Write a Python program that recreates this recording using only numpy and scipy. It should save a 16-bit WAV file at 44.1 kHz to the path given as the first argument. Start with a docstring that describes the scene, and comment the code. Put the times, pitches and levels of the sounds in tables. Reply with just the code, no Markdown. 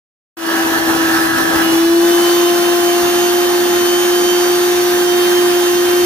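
"""In a kitchen, a wet vacuum's hose is dipped into dirty water in the bottom of a dishwasher.
The open hose roars with air; once water chokes it the roar drops, and the unloaded motor speeds up
and hums louder. A worn bearing whines over the hiss of the exhaust, and the water gulps and
spatters at the nozzle."""
import sys
import numpy as np
from scipy import signal
from scipy.fft import rfft, irfft
from scipy.io import wavfile
from scipy.ndimage import uniform_filter1d

SR = 44100
rng = np.random.default_rng(int(sys.argv[2]) if len(sys.argv) > 2 else 0)


def log_audio(samples):
    """Write samples as a 16-bit WAV file to the path given in sys.argv[1]."""
    # one column per channel
    frames = np.atleast_2d(samples).T
    # limit to full scale, then quantise
    limited = np.clip(frames, -1, 1)
    pcm = np.round(limited * 32767).astype(np.int16)
    wavfile.write(sys.argv[1], SR, pcm)


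N = 266805
TIME = np.arange(N) / SR
START_S = 0.368  # the sound cuts in
SEAL_S = 1.92  # the first slug of water climbs the hose

# Each row: time in seconds, shaft speed in Hz.
SHAFT_SPEED = [(0.5, 330.1), (1.35, 328.2), (1.7, 329.2), (2.1, 345), (2.35, 347.9), (2.85, 349.4),
               (3.45, 353.3), (3.85, 351.7), (4.2, 353.7), (4.85, 354.3), (5.5, 353.5), (5.65, 352.8),
               (5.97, 354)]
def shaft(wobble=0.00068):
    """Turns made by the slightly unsteady rotor, faster once the choked hose unloads it."""
    return np.cumsum(follow(SHAFT_SPEED)[0] * (1 + wobble * drift(10)[0])) / SR

# Each row: time in seconds, level in dB.
HUM_LEVEL = [(0.4, -18), (0.7, -18), (0.81, -20.5), (0.92, -16), (1.2, -17), (1.28, -18.5), (1.5, -18.5),
             (1.75, -12.5), (2, -10), (2.25, -12.5), (2.45, -12), (2.57, -13.6), (3.45, -14.5),
             (4.4, -13.4), (5.1, -14), (5.3, -12.4), (5.8, -13.6), (6, -12)]
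# Hum in the room's standing waves. Each row: time in seconds, left minus right in dB, left lead in rad.
HUM_STEREO = [(0.45, 6.4, -0.45), (0.66, 1.8, -0.43), (0.79, 6.4, -0.52), (1.1, 1.8, -0.41),
              (1.36, 8.3, -0.51), (1.55, 5.1, -0.64), (1.85, 0.6, -0.29), (2.15, 2.3, -0.32),
              (2.35, 0.0, -0.49), (2.64, 2.6, -0.7), (3.46, -1.1, -0.76), (4.9, 0.3, -0.46),
              (5.1, -2.2, -0.52), (5.9, 0.1, -0.57)]
# Second harmonic, wandering as the listener moves.
# Each row: time in seconds, level in dB, left minus right in dB, left lead in rad.
SECOND_HARMONIC = [(.6, -30.5, 16, 1.3), (1.4, -32.5, 12, 3.5), (1.8, -30, 15, 1.3), (2.1, -25, 15, 2.5),
                   (2.6, -26, 6, 0), (3, -24, 3.5, 0.5), (3.9, -29, 3, 1.2), (4.9, -27, -1, 1.35),
                   (5.8, -29, 5, 1.3)]
def motor(turns, resonance_hz=1042.4, width_hz=14):
    """The unbalanced rotor hums once a turn; its third harmonic swells as it passes a resonance."""
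    first = clean_tone(turns, *follow(HUM_STEREO)) * gain_of(follow(HUM_LEVEL)[0] + 0.35 * drift(14))
    second_db, side_db, lead_rad = follow(SECOND_HARMONIC)
    second = clean_tone(2 * turns, side_db, lead_rad) * gain_of(second_db + 1.07 * drift(6.1))
    resonance = 1 / (1 + ((3 * follow(SHAFT_SPEED)[0] - resonance_hz) / width_hz) ** 2)
    third = scattered_tone(3 * turns, scatter=0.3, flutter_hz=7) * gain_of(-39.5 + 10.5 * resonance)
    return first + second + third

# Each row: multiple of shaft speed, level in dB with the hose open, level in dB choked.
LOW_MOTOR_TONES = [(2.37, -33, -41), (3.39, -33.5, -36.5), (4, -31.5, -41), (4.39, -49, -33.5),
                   (5, -24.5, -36.5), (5.23, -31.5, -37.5), (5.4, -28.5, -40.5), (6.001, -34, -41.5)]
def low_motor_tones(turns, choke):
    """Shaft harmonics and the bearing's lower tones waver as they follow the shaft."""
    tones = np.zeros((2, N))
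    for multiple, open_db, choked_db in LOW_MOTOR_TONES:
        gain = gain_of(between(choke, open_db, choked_db))
        tones += gain * scattered_tone(multiple * turns, scatter=0.84, flutter_hz=9.6)
    fade_in = np.clip((TIME - START_S) / 0.08, 0, 1)
    return tones * fade_in * panned(side_db=-3)[:, None]

# Each row: peak time in seconds, length in seconds, gain in dB.
AIR_SURGES = [(0.51, .12, 1.5), (0.6, 0.1, 2), (0.84, 0.12, -3), (0.903, 0.18, 2), (1.176, 0.32, 2),
              (1.32, 0.1, -2.5), (1.4, 0.093, 2.5), (1.47, 0.083, -0.5), (1.568, 0.22, 2),
              (2.27, 0.53, 1.1), (3.2, .4, 0.5), (4.3, 0.66, 0.5), (4.974, 0.051, 0.5), (5.122, 0.28, -1),
              (5.302, 0.27, 1), (5.79, .12, -1.5), (5.973, 0.24, 0.5)]
def airflow(choke, dip_s=0.32, dip_db=-3):
    """Roar and hiss surge and lull together, and dip briefly at about 1.9 s."""
    surge_db = sum(db * arch(peak_s, length_s) for peak_s, length_s, db in AIR_SURGES)
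    roar = hose_roar(choke)
    hiss = exhaust(choke, surge_db)
    roar *= gain_of(surge_db + 0.24 * drift(40))
    return (roar + hiss) * gain_of(dip_db * arch(SEAL_S, dip_s))

# Hose open, then choked. Each row: frequency in Hz, relative density in dB.
OPEN_SPECTRUM = [(120, -29), (200, 1), (280, 11), (360, 6.5), (520, 2), (680, 3.5), (790, 6.5), (900, 4.5),
                 (1150, 4), (1320, 4.5), (1560, 6.5), (1730, 7), (1870, 3), (2400, -21)]
CHOKED_SPECTRUM = [(120, -22), (175, -9), (215, 3.5), (270, 3.5), (330, 0.5), (450, 0.5), (560, 0.5),
                   (680, 1), (810, 3), (1000, 1), (1300, 1.5), (1550, 1), (1750, 1), (1950, -6.5),
                   (2500, -13)]
def hose_roar(choke, open_db=-20.5, choked_db=-21, sag_db_per_s=0.38):
    """Air roars and rings in the open hose; choked, the ring goes and the roar slowly sinks."""
    open_roar = turbulence(OPEN_SPECTRUM, patchy_db=1.5, ripple_db=2) + hose_ring()
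    choked_roar = turbulence(CHOKED_SPECTRUM, patchy_db=1.1, ripple_db=4.5)
    sag_db = sag_db_per_s * np.maximum(TIME - SEAL_S, 0)
    return (gain_of(open_db) * np.sqrt(1 - choke) * open_roar
            + gain_of(choked_db - sag_db) * np.sqrt(choke) * choked_roar)

# Each row: frequency in Hz, width in Hz, level in dB relative to the roar.
HOSE_MODES = [(779.5, 18, -10.5), (965, 24, -11.5), (1301, 30, -10.5), (1715, 37, -9.5)]
def hose_ring():
    """Air rushing over the open end excites the hose's standing waves: fuzzy, hollow whistles."""
    hz = np.fft.rfftfreq(N, 1 / SR)
    rush = rfft(rng.standard_normal((2, N))) * panned(at_hz(NOISE_BALANCE, hz))
    return sum(gain_of(db) * unit_rms(irfft(rush / (1 + 1j * (hz - mode_hz) / width_hz) ** 2, N))
               for mode_hz, width_hz, db in HOSE_MODES)

# Each row: frequency in Hz, relative density in dB.
EXHAUST_SPECTRUM = [(500, -23), (1500, -4.5), (2300, 2.5), (2900, 3), (3700, 2), (4500, 0.5), (5200, 0.5),
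                    (6100, -1), (6900, -2.5), (8800, -3.5), (10000, -3.5), (12000, -2.5), (15500, -2.5)]
def exhaust(choke, surge_db, surge_share=0.77):
    """Exhaust air hisses throughout and partly follows the surges."""
    level_db = between(choke, open_db=-22, choked_db=-21.5) + surge_share * surge_db
    flicker_db = 0.5 * drift(62) + 0.15 * drift(4)
    return gain_of(level_db + flicker_db) * turbulence(EXHAUST_SPECTRUM, patchy_db=1.5, ripple_db=2)

# Each row: multiple of the main tone, relative level in dB with the hose open, the same choked.
BEARING_TONES = [(.8915, -3, -4), (1.1139, -2, -6), (1.1888, -4, -1), (1.3864, -4, -5.5), (1.4308, -16, -3),
                 (1.486, -3.5, -4.5), (1.783, -12, -5), (1.8864, -3, -1), (1.9997, -10, -6),
                 (2.0803, -15, -10), (2.1139, -1.5, -3), (2.7976, -19, -12), (2.8864, -20, -5),
                 (3, -20, -12), (3.1142, -12, -12), (3.3417, -13, -11), (3.5695, -14, -13),
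                 (3.6837, -20, -11), (3.7976, -7, -12.5), (4.2531, -18, -12), (4.3679, -20, -12)]
# Main tone in the room's standing waves.
# Each row: time in seconds, left minus right in dB, left lead in rad.
BEARING_STEREO = [(.55, -16, 2.8), (1.2, -3, 3), (1.65, -4, 4.4), (2.3, 0, 5.6), (2.75, -13, 3.8),
                  (3.3, -4, 1.4), (3.8, 7, 1.49), (4.35, -9, 1.63), (4.8, -8, 2.98), (5.3, -3, 4.34),
                  (5.7, -19, 3.6), (6, -2, 6.1)]
def bearing(turns, choke, cycles_per_turn=8.781, slip=0.00029, flicker_db=2.3):
    """Balls rolling over worn races sing a family of tones between the shaft's harmonics."""
    cycles = cycles_per_turn * np.cumsum(np.gradient(turns) * (1 + slip * drift(6.5)[0]))
    main_db = between(choke, open_db=-39.5, choked_db=-33.5) + flare_db(1)
    main_db = main_db + flicker_db * drift(9.5, channels=2)
    main = gain_of(main_db) * clean_tone(cycles, *follow(BEARING_STEREO))
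    others = np.zeros((2, N))
    for multiple, open_db, choked_db in BEARING_TONES:
        gain = gain_of(between(choke, open_db, choked_db) + flare_db(multiple))
        others += gain * scattered_tone(multiple * cycles, scatter=0.43, flutter_hz=6.7)
    others *= gain_of(between(choke, open_db=-37, choked_db=-35.5))
    return main + others * panned(side_db=-2.5)[:, None]

# Each row: peak time in seconds, length in seconds, gain in dB, tone name.
BEARING_FLARES = [(0.53, 0.39, 8.5, "main"), (1.02, .2, 8, "main"), (1.666, 0.19, 12.5, "main"),
                  (2.3, 0.46, 6.5, "main"), (2.74, 0.59, 6.5, "main"), (3.266, 0.59, 4, "main"),
                  (3.9, .35, 6, "main"), (4.26, 0.73, 8.5, "main"), (5.36, 1, 7.5, "main"),
                  (5.9, 0.36, 5.5, "main"), (3.26, 1.06, 6.5, "low"), (5.7, .7, 4.5, "low"),
                  (2.4, 0.75, 5.5, "second"), (5.2, 0.3, 5.5, "second"), (2.297, 0.39, 6.5, "third"),
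                  (4.365, 0.78, 6, "third"), (0.9, 0.31, 1.5, "middle"), (2.8, 1, 0, "middle"),
                  (4.7, 1.8, 4, "middle"), (2.4, .45, 5, "high"), (3.16, 0.69, 8, "high"),
                  (4.26, 1.5, 7, "high"), (5.7, 0.37, 5, "high")]
# Each entry: tone name, multiple of the main tone.
FLARE_MULTIPLES = {"low": .8915, "main": 1, "second": 1.1888, "third": 1.486, "middle": 1.8864, "high":
                   2.1139}
def flare_db(multiple):
    """Gain of one bearing tone as it flares up and dies back."""
    return sum(db * arch(peak_s, length_s) for peak_s, length_s, db, name in BEARING_FLARES
               if FLARE_MULTIPLES[name] == multiple)

# Each row: peak time in seconds, level in dB.
GULPS = [(1.35, -29), (1.56, -32.5), (1.72, -37), (3.04, -32), (3.77, -40), (4.78, -39), (5.45, -39),
         (5.88, -42), (6.03, -37)]
# Each row: frequency in Hz, relative density in dB.
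RUMBLE_SPECTRUM = [(20, -43), (35, -27), (55, 2), (80, 1.5), (110, 2), (160, 3), (230, -5.5), (400, -25)]
def nozzle_rumble(buffet_from_s=0.48, buffet_to_s=2, ramp_s=0.36, rise_s=0.022, fall_s=0.035):
    """Air buffets the microphone while the hose hangs open; water churns and gulps in the nozzle."""
    hanging = np.clip(np.minimum(TIME - buffet_from_s, buffet_to_s - TIME) / ramp_s, 0, 1)
    buffet = gain_of(-37.5) * hanging
    churn = gain_of(-44 + drift(9.9)[0])
    gulps = [gain_of(db) * np.exp(-np.maximum((peak_s - TIME) / rise_s, (TIME - peak_s) / fall_s))
             for peak_s, db in GULPS]
    envelope = np.linalg.norm([buffet, churn, *gulps], axis=0)  # powers add
    return envelope * turbulence(RUMBLE_SPECTRUM, patchy_db=0)

def spatter(choke, drops_per_s=60, level_db=-42, decay_s=0.0014):
    """Drops tick against the inside of the hose as it draws water."""
    hits = rng.random(N) < drops_per_s / SR
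    strength = gain_of(4.4 * np.minimum(rng.exponential(1, N), 3))
    bursts = signal.lfilter([1], [1, -np.exp(-1 / (decay_s * SR))], hits * strength)
    return gain_of(level_db) * choke * unit_rms(bursts * rng.standard_normal((2, N)))

# Each row: frequency in Hz, left-right coherence from 0 to 1.
NOISE_COHERENCE = [(30, 0.96), (250, 1), (400, 0.97), (520, 0.76), (700, 0.26), (920, 1), (1100, 0.24),
                   (1600, 0.67), (2000, 0.43), (2600, 0.25), (4000, 0.41), (15000, 0.026)]
# Each row: frequency in Hz, left lead in rad.
NOISE_LEAD = [(400, -0.2), (520, 1.4), (880, 0.16), (1080, -0.4), (1200, -0.96), (1500, 0.39), (1750, 1.54),
              (2400, 1.79)]
# Each row: frequency in Hz, left minus right in dB.
NOISE_BALANCE = [(100, -1.5), (300, 1), (450, 1), (620, -5.5), (800, 4.5), (1000, -6.5), (1300, -3),
                 (1700, -5), (2200, 1), (3700, -1.5), (6000, 0.5), (6800, -9.5), (7700, 0.5), (14000, 2)]
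def turbulence(spectrum, patchy_db, ripple_db=0, size=2048):
    """Stereo noise of rms 1 with passing eddies, rippled by resonances of hose, tub and room."""
    hz = np.fft.rfftfreq(size, 1 / SR)
    frames = 4 * N // size + 5
    left_re, left_im, apart_re, apart_im, eddies = rng.standard_normal((5, frames, len(hz)))
    eddies = uniform_filter1d(eddies, size=4, axis=0)
    eddies = unit_rms(uniform_filter1d(eddies, size=24, axis=1))
    ripple = rng.uniform(-1.53, 1, (2, 1, len(hz)))
    coherence = at_hz(NOISE_COHERENCE, hz)
    left = left_re + 1j * left_im
    right = coherence * left + np.sqrt(1 - coherence ** 2) * (apart_re + 1j * apart_im)
    right *= np.exp(-1j * at_hz(NOISE_LEAD, hz))
    colour = gain_of(at_hz(spectrum, hz) + patchy_db * eddies + ripple_db * ripple)
    spectra = np.array([left, right]) * colour * panned(at_hz(NOISE_BALANCE, hz))[:, None]
    _, noise = signal.istft(spectra.swapaxes(1, 2), nperseg=size, noverlap=size - size // 4)
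    return unit_rms(noise[:, :N])

def clean_tone(cycles, side_db, lead_rad):
    """A sine of rms 1 that differs in level and phase between the ears."""
    return np.sqrt(2) * np.sin(2 * np.pi * cycles + lead_rad * np.array([[.5], [-.5]])) * panned(side_db)

def scattered_tone(cycles, scatter, flutter_hz):
    """A tone of rms 1: a steady part, leading on the left, plus reflections that fade in and out."""
    phase_rad = 2 * np.pi * rng.random()
    lead_rad = rng.uniform(np.pi / 2 - 0.5, np.pi / 2 + 0.5)
    steady = np.exp(1j * (phase_rad + np.array([[lead_rad], [0]])))
    along, across = scatter * drift(flutter_hz, channels=4).reshape(2, 2, N) / np.sqrt(2)
    angle = 2 * np.pi * cycles
    return unit_rms((steady.real + along) * np.cos(angle) - (steady.imag + across) * np.sin(angle))

def drift(rate_hz, channels=1):
    """Slow noise of rms 1, up to about the given rate."""
    grid_s = np.linspace(0, N / SR, num=2048)
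    hz = np.fft.rfftfreq(len(grid_s), grid_s[1])
    white = rng.standard_normal((channels, len(grid_s)))
    slow = irfft(rfft(white) / (1 + (hz / rate_hz) ** 2))
    return np.array([np.interp(TIME, grid_s, unit_rms(row)) for row in slow])

def gain_of(db):
    """Decibels to amplitude."""
    return 10 ** (db / 20)

def unit_rms(x):
    """Scales to rms 1."""
    return x / np.sqrt(np.mean(x ** 2) + 1e-20)

def follow(rows):
    """The columns of a time table, one value a sample."""
    times_s, *columns = np.transpose(rows)
    return [np.interp(TIME, times_s, column) for column in columns]

def at_hz(rows, hz):
    """A spectrum table interpolated on a log-frequency axis."""
    row_hz, values = np.transpose(rows)
    return np.interp(np.log(hz + 1), np.log(row_hz + 1), values)

def panned(side_db):
    """Left and right gains of mean power 1."""
    pair = gain_of(np.array([side_db, -side_db]) / 2)
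    return pair / np.sqrt(np.mean(pair ** 2, axis=0))

def arch(peak_s, length_s):
    """A half-cosine rise and fall, 0 to 1."""
    return np.cos(np.pi * np.clip((TIME - peak_s) / length_s, -0.5, 0.5))

def between(choke, open_db, choked_db):
    """A level that goes from its open to its choked value."""
    return open_db + (choked_db - open_db) * choke

# Each row: time in seconds, share of the hose choked by water from 0 to 1.
HOSE_CHOKE = [(0.37, 0.07), (1.6, 0.01), (1.68, 0.7), (2, 0.99), (6.05, 0.94)]
def scene():
    """The vacuum's parts, driven by the shaft and the choking of the hose."""
    turns = shaft()
    choke = follow(HOSE_CHOKE)[0]
    machine = motor(turns) + low_motor_tones(turns, choke) + bearing(turns, choke)
    return machine + airflow(choke) + nozzle_rumble() + spatter(choke)

def record(dry, notch_hz=7950, notch_width_hz=450, rise_s=0.081, ceiling=0.9, cutoff_hz=15520):
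    """A dip in the microphone's treble, an abrupt start, softly rounded peaks and a band limit."""
    hz = np.fft.rfftfreq(N, 1 / SR)
    notch = gain_of(-6 * np.exp(-((hz - notch_hz) / notch_width_hz) ** 2))
    since_s = np.maximum(TIME - START_S, 0)
    fade_in = np.minimum(since_s / 0.0041, 1) * gain_of(-15 * np.exp(-since_s / rise_s))
    heard = irfft(rfft(dry) * notch, N) * fade_in
    rounded = heard / (1 + (heard / ceiling) ** 8) ** (1 / 8)
    lowpass = signal.firwin(1501, cutoff_hz, window=("kaiser", 10), fs=SR)
    return signal.oaconvolve(rounded, lowpass[None], "same")

dry = scene()
out = record(dry)
log_audio(out)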